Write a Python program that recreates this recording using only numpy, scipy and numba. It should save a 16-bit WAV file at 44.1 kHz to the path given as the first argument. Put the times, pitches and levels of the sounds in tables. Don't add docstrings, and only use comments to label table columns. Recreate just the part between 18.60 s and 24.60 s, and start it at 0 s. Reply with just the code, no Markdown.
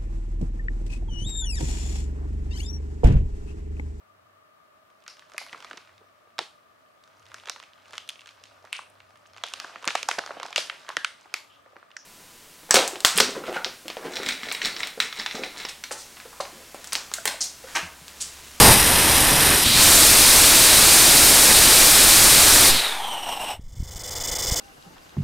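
import sys
import numpy as np
from scipy import signal
from scipy.fft import rfft, irfft
from scipy.io import wavfile
from numba import njit

SR = 44100
rng = np.random.default_rng(int(sys.argv[2]) if len(sys.argv) > 2 else 0)


def nominal_scale(level):
    x = np.asarray(level, float) / 20
    return 10 ** x


def store_wav(level_fs):
    pcm = np.round(np.clip(np.atleast_2d(level_fs), -1, 1) * 32767)
    wavfile.write(sys.argv[1], SR, pcm.T.astype(np.int16))


N = 264600

DUMP_STARTS_S, GAS_ENDS_S = 4.12, 4.925
COOLING_POWER = 1.64


def unit(x):
    return x / np.sqrt(np.mean(x ** 2) + 1e-20)


def in_time(start, end):
    return np.clip((np.arange(N) / SR - start) / max(end - start, 1e-3), 0, 1)


def span(start, end, fade=0.048):
    t = np.arange(N) / SR
    return np.clip((t - start) / fade, 0, 1) * np.clip((end - t) / fade, 0, 1)


def settling(start, scale_s, power):
    return np.exp(-(np.maximum(np.arange(N) / SR - start, 0) / scale_s) ** power)


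def drift(rate_hz):
    r = np.exp(-40 * np.pi * rate_hz / SR)
    chance = rng.standard_normal(N // 20 + 1002)
    slow = signal.lfilter([1], [1, -2 * r, r * r], chance)[1000:]
    return np.interp(np.arange(N) / 20, np.arange(len(slow)), unit(slow))


def band(x, low_hz, high_hz):
    return signal.sosfilt(signal.butter(3, [low_hz, high_hz], "band", fs=SR, output="sos"), x)


def turbulence(colour, edges, modes=()):
    hz = np.maximum(np.fft.rfftfreq(N, 1 / SR), 1)
    colour_hz, colour_db = np.array(colour).T
    level_db = np.interp(np.log(hz), np.log(colour_hz), colour_db)
    for centre, width, hump_db in modes:
        level_db += hump_db / (1 + (2 * (hz - centre) / width) ** 2)
    whole = rfft(rng.standard_normal(N)) * nominal_scale(level_db) * (hz > 12) * (hz < 16000)
    below = [0] + [.5 - .5 * np.tanh(11.7 * np.log(hz / edge)) for edge in edges] + [1]
    shares = [np.maximum(upper - lower, 0) for lower, upper in zip(below, below[1:])]
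    return [unit(irfft(whole * np.sqrt(share), N)) for share in shares]


@njit
def gliding(x, hz, width, sr):
    y, r = np.zeros(len(x)), np.exp(-np.pi * width / sr)
    for i in range(2, len(x)):
        driven = (1 - r * r) / 2 * (x[i] - x[i - 2])
        y[i] = driven + 2 * r * np.cos(2 * np.pi * hz[i] / sr) * y[i - 1] - r * r * y[i - 2]
    return y


def gain_db():
    held_db, returns_s, scale_s, power = -37.5, 5.01, 0.36, 1.32
    return held_db * settling(returns_s, scale_s, power)


def night():
    # (frequency [Hz], level [dB per Hz])
    night_colour = [(150, -9.5), (500, 2), (900, 0), (1600, -8.5), (2150, 0), (2500, -19), (3400, -2.5),
                    (4200, -20.5), (6500, -14), (9200, -13.5), (15600, -26)]
    # (time [s], peak level [dB], pitch [Hz], minus = pull first)
    gust_knocks = [
        (4.996, -33.5, -110),
        (5.06, -33, 24),
        (5.204, -21.5, 68),
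        (5.228, -26, -90),
        (5.361, -30, 58),
        (5.61, -40.5, 48),
        (5.722, -32, 70),
        (5.888, -27, 62),
        (5.923, -19, -82),
    ]
    gust_s, gust_db, gust_width_s = 5.17, 6, .13
    wind_db, wind_follows = -39.5, 0.2092
    far_db, far_follows = -33.5, 0.96
    preamp_db, preamp_follows = -59, .6
    echo_db, echo_fade_db_per_s = -55, 170
    t, gain = np.arange(N) / SR, gain_db()

    gust = gust_db * np.exp(-((t - gust_s) / gust_width_s) ** 2)
    wind = unit(band(rng.standard_normal(N), 12, 102)) * nominal_scale(wind_db + wind_follows * gain + gust)
    echo = nominal_scale(echo_db - echo_fade_db_per_s * np.maximum(t - GAS_ENDS_S, 0))
    far = turbulence(night_colour, [])[0] * (nominal_scale(far_db + far_follows * gain) + echo)
    far += nominal_scale(preamp_db + preamp_follows * gain) * rng.standard_normal(N)
    knocks = np.zeros(N)
    for start, peak_db, hz in gust_knocks:
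        cycles = (t - start) * hz
        knocks -= nominal_scale(peak_db) * 1.2 * np.tanh(13.0 * cycles) * np.exp(-(2.06 * cycles) ** 2)
    return (wind + far) * span(4.9, 7, fade=0.05) + knocks


def igniter():
    # (time [s], length [ms])
    bursts = [(5.0075, 21.8), (5.0354, 38), (5.0784, 35), (5.1192, 24.1), (5.1521, 35), (5.1913, 33),
              (5.2305, 30.1), (5.2716, 27), (5.3066, 33.3), (5.3457, 5.2), (5.3556, 27), (5.3904, 33.2),
              (5.4333, 34.1), (5.4722, 23.7), (5.5056, 35.77), (5.5507, 35.3), (5.5995, 27.9), (5.6345, 28),
              (5.6716, 31.5), (5.7124, 29.7), (5.7497, 23), (5.7831, 30), (5.82, 33), (5.8662, 34),
              (5.9093, 36.14), (5.9562, 41.2), (5.267, 2.5), (5.591, 2.5), (5.857, 5)]
    # (low edge [Hz], high edge [Hz], level [dB], lag [ms], gain of a burst's first sparks [dB])
    spark_bands = [(477, 560, -49, -0.5, -1.5), (1963, 2250, -54.5, 2, 0), (2440, 2570, -64, 1, 0),
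                   (2870, 3150, -50.5, 3.5, -9), (3330, 3650, -45.5, 1, -9), (3900, 4580, -53, 1.5, -1),
                   (4800, 5350, -40, 0.8184, 3.5), (5250, 6200, -42, 0.6, 11), (6300, 7060, -40, 1.5, 2.5),
                   (7280, 7680, -42.5, 1, -12.5), (7900, 8800, -45.5, 1, 9), (8800, 9400, -49, 0, 2),
                   (11800, 14700, -45.5, 4, -1), (14950, 15900, -50, 1.2, .7)]
    spark_hz, igniter_db, stray_db = 500.9, -21.5, -0.5
    late = slice(round(4.9 * SR), None)
    sparks, gate, young = np.zeros((3, N))
    heard_db = igniter_db + gain_db()
    for start, length_ms in bursts:
        level_db = heard_db[round(start * SR)] + stray_db * (length_ms < 6)
        luck = rng.standard_normal((40, 2))
        at = (start + np.arange(.2, length_ms / 1000 * spark_hz - .8) / spark_hz) * SR
        at = np.round(at + .35 * luck[:len(at), 0]).astype(int)
        at = at[at < N]
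        sparks[at] = nominal_scale(level_db + 2.0 * np.minimum(luck[:len(at), 1], .6))
        gate[round(start * SR):round((start + length_ms / 1000) * SR)] = nominal_scale(level_db)
        sparks[at[:1]] *= .6
        young[at[:4]], young[at[4:7]] = .4, -.8
    ringing = np.zeros(N)
    for low_hz, high_hz, band_db, lag_ms, young_db in spark_bands:
        uneven = sparks * nominal_scale(young_db * young + 1.6 * drift(60))
        struck = np.roll(uneven, round(lag_ms * SR / 1000))[late]
        ringing[late] += nominal_scale(band_db) * unit(band(struck + 1e-18, low_hz, high_hz))
    fading = signal.lfilter([.025], [1, -.975], gate)
    air = rng.standard_normal(N)
    sizzle = nominal_scale(1.0) * unit(band(air, 4480, 7800))
    sizzle += nominal_scale(-4) * unit(band(air, 7900, 10000))
    sizzle += nominal_scale(-11.0) * unit(band(air, 11600, 16000))
    return ringing + nominal_scale(-10.5) * fading * sizzle


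def purge_levels():
    # (time [s], level [dB])
    coughs = [
        (4.42, -0.5),
        (4.49, 2),
        (4.7, 2),
        (4.819, 3),
        (4.9, 1),
    ]
    cough_s, gas_fade_db_per_s = 0.026, 348.5
    purge_db = (-33.5, -36, -38.5, -51.5)
    dump_db, dump_s = (-16, 16, 23.5, 22), (0.3, 0.27, 0.27, 0.15)
    cough_share = (0.6244, 0.3353, 1.1, 2.4)
    t = np.arange(N) / SR
    cough = sum(db * np.exp(-((t - start) / cough_s) ** 2) for start, db in coughs)
    fade_db = gas_fade_db_per_s * np.maximum(t - GAS_ENDS_S, 0)
    return [level + dump * (1 - in_time(DUMP_STARTS_S, DUMP_STARTS_S + takes_s)) + share * cough - fade_db
            for level, dump, takes_s, share in zip(purge_db, dump_db, dump_s, cough_share)]


def purge():
    # (frequency [Hz], level [dB per Hz])
    purge_colour = [(20, -4.5), (60, -18), (370, -13.5), (1500, -15.5), (2200, -13.5), (3900, -15),
                    (4600, -27), (7000, -23), (9500, -16), (12200, -21.5), (14400, -28), (15000, -36),
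                    (15800, -46)]
    # (first pitch [Hz], last pitch [Hz], time scale [s], width [Hz])
    modes_cooling = [(880, 610, 0.95, 247), (4170, 2850, 0.28, 300), (7340, 5500, 0.29, 330),
                     (9900, 8170, .3, 380), (12600, 14500, .6, 560)]
    chamber_upper_db = [-2.5, -.7, -7]
    patchy_db, patchy_hz = 1.3, 30
    late = slice(4 * SR, None)
    low_db, upper_db, hiss_db, rumble_db = [level[late] for level in purge_levels()]
    sputter = nominal_scale(1.8 * drift(55) + .6 * drift(12))[late]
    air = rng.standard_normal(len(sputter)) * sputter
    waver = (1 + .009 * drift(25))[late]
    modes = []
    for first, last, scale_s, width in modes_cooling:
        hz = (last + (first - last) * settling(DUMP_STARTS_S, scale_s, COOLING_POWER))[late] * waver
        ring = gliding(gliding(air, hz, width, SR), hz, width * 1.9, SR)
        modes.append(nominal_scale(patchy_db * drift(patchy_hz))[late] * unit(ring))
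    upper = sum(nominal_scale(mode_db) * mode for mode_db, mode in zip(chamber_upper_db, modes[2:]))
    rumble, dull, bright = [layer[late] for layer in turbulence(purge_colour, [300, 4500])]
    sound = np.zeros(N)
    sound[late] = nominal_scale(low_db) * modes[0] + nominal_scale(upper_db) * modes[1]
    sound[late] += nominal_scale(hiss_db - 5.5) * upper * span(4.2, 7, fade=0.39)[late]
    rush = nominal_scale(upper_db - 4.5) * dull + nominal_scale(hiss_db - 5.5) * bright + nominal_scale(rumble_db) * rumble
    sound[late] += np.sqrt(sputter) * rush
    return sound * span(4.035, 7, fade=0.24) * span(0, 5.01)


def blast():
    # (centre [Hz], width [Hz], level [dB])
    blast_modes = [(455.2, 390, 13), (966, 425.6, 16), (4830, 560, 10), (9100, 1600, 9.5), (12600, 900, 6)]
    noise = turbulence([(20, -6.5), (12500, -2.5), (16000, -12)], [], blast_modes)[0]
    return nominal_scale(-11.5) * noise * span(-1, .17, fade=0.085)


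def flame_levels():
    flame_db, surge_db, out_db = (-26.5, -21.5, -16), (9.5, 6, 5.5), (-24, -13, -3.5)
    surge = 1 - in_time(0.082, 0.18675)
    blown_out = in_time(0.9318, 1.2)
    return [a + b * surge + c * blown_out for a, b, c in zip(flame_db, surge_db, out_db)]


def flame():
    # (frequency [Hz], level [dB per Hz])
    flame_colour = [(20, 2), (150, -2), (500, -10), (1300, -14.5), (3900, -13), (4600, -17), (7200, -15.5),
                    (9300, -11.5), (10300, -14.5), (12300, -10), (14000, -20.5), (15700, -31)]
    # (centre [Hz], width [Hz], level [dB])
    flame_modes = [(937, 660, 6.5), (1845, 810, 8.5), (2540, 230, 4), (4000, 570, 3), (5010, 500, 7),
                   (5700, 300, 6.5), (8420, 270, 4), (9830, 1040, 9), (12300, 700, 2)]
    flap_db, flap_hz = 1, 11
    rumble, roar, hiss = turbulence(flame_colour, [300, 3000], flame_modes)
    rumble_db, roar_db, hiss_db = flame_levels()
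    flutter = drift(25)
    sound = nominal_scale(rumble_db + flap_db * drift(flap_hz)) * rumble
    sound += nominal_scale(roar_db + 0.38 * flutter) * roar
    sound += nominal_scale(hiss_db + 0.46 * flutter + 1.2 * drift(110)) * hiss
    return sound * span(-1, 1.057, fade=.025)


def singing():
    start_s, end_s, glide_s = 1.03, 1.33, .06
    from_hz, to_hz, width_hz = 3000, 4170, 1100
    hz = to_hz + (from_hz - to_hz) * settling(start_s, glide_s, COOLING_POWER)
    air = gliding(gliding(rng.standard_normal(N), hz, width_hz, SR), hz, width_hz, SR)
    return nominal_scale(-24) * unit(air) * in_time(start_s - .02, start_s + 0.022) * span(0, end_s, fade=.1)


def jet_levels():
    jet_db, low_pressure_db = (-29, -21.5, -20.5, -12), (3, -5.5, -4, -7.5)
    rises_s, full_s = (0.98, 1.155, 0.5, 1.12), (1.6, 1.175, 1.25, 1.2281)
    shut_db, shut_takes_s = (-28, -4, -13.5, -16), (0.25, .04, 0.27, 0.17)
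    slam_db = (2, -2.5, 0, -5)
    valve_shuts_s = 4.092
    slam = in_time(valve_shuts_s, valve_shuts_s + .03)
    levels = []
    for i in range(4):
        lacking = 1 - in_time(rises_s[i], full_s[i])
        drained = in_time(valve_shuts_s, valve_shuts_s + shut_takes_s[i])
        levels.append(jet_db[i] + low_pressure_db[i] * lacking + shut_db[i] * drained + slam_db[i] * slam)
    return levels


def jet():
    # (frequency [Hz], level [dB per Hz])
    jet_colour = [(20, 1), (180, -6.5), (600, -4), (2700, -4.5), (3900, 2), (5200, -5.5), (6800, -5.5),
                  (8600, -2.5), (10200, -1), (12000, -4), (13500, -9), (15700, -18)]
    layers = turbulence(jet_colour, [300, 2500, 5000])
    sound = sum(nominal_scale(level_db + 0.46 * drift(25)) * layer for level_db, layer in zip(jet_levels(), layers))
    thin = signal.sosfilt(signal.butter(2, 700, "high", fs=SR, output="sos"), sound)
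    running = span(-1, 4.22, fade=0.067)
    since = np.maximum(np.arange(N) / SR - 4.09, 0)
    sag = nominal_scale(-13.5) * np.tanh(since / .03) * (1 - since / .145) * np.exp(-since / 0.12482)
    lit = span(1.032, 7, fade=.025) * span(0, 4.508, fade=0.32)
    return nominal_scale(-0.14) * (running * sound + (1 - running) * thin) * lit + sag


def scene():
    mix = night() + igniter() + purge() + blast() + flame() + singing() + jet()
    return np.tile(mix, (2, 1))


def top_cut(x):
    return signal.sosfilt(signal.butter(12, 15830, fs=SR, output="sos"), x)


def record(dry):
    # (time [s], low edge [Hz], high edge [Hz], side level under mid [dB])
    splits = [(1.359, 5640, 7700, -3), (1.359, 10900, 12300, -2), (1.636, 4600, 5700, -3),
              (2.242, 10200, 11800, -5), (2.242, 14400, 15800, -3), (2.406, 5685, 8226, -4),
              (3.773, 11600, 13200, -2), (4.031, 6840, 8950, -4), (4.075, 10380, 13900, -4),
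              (4.075, 14500, 15800, -3), (4.284, 4200, 5800, -9.5), (4.284, 10200, 11700, -12),
              (5.818, 4600, 8200, -25), (5.818, 8400, 10400, -25), (5.818, 13800, 15800, -18)]
    ceiling = (.66, .36, .73)
    # begins, full, eases, gone [s]
    squeezed_s = (.11, .19, 1.13, 1.3)
    x = dry[0]
    notched = signal.lfilter(*signal.iirnotch(11050, 6.5, fs=SR), x)
    x = 0.21 * x + 0.85 * notched
    x = x - .08 * signal.sosfilt(signal.butter(2, 15, "high", fs=SR, output="sos"), x * x)
    squeezed = in_time(*squeezed_s[:2]) - in_time(*squeezed_s[2:])
    top = np.where(x > 0, ceiling[0] + (ceiling[1] - ceiling[0]) * squeezed, ceiling[2])
    x = x / (1 + np.abs(x / top) ** 5) ** (1 / 5)
    x = signal.sosfilt(signal.cheby2(14, 50, 16400, fs=SR, output="sos"), x)
    side = np.zeros(N)
    for centre, low_hz, high_hz, side_db in splits:
        at = slice(round((centre - .024) * SR), round((centre + .024) * SR))
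        noise = band(band(rng.standard_normal(4096), low_hz, high_hz), low_hz, high_hz)
        noise = unit(noise[-len(x[at]):])
        level = np.std(band(x[at], low_hz, high_hz))
        side[at] += nominal_scale(side_db) * level * noise * np.hanning(len(noise))
    return top_cut(np.array([x + side, x - side]))


dry = scene()
out = record(dry)
store_wav(out)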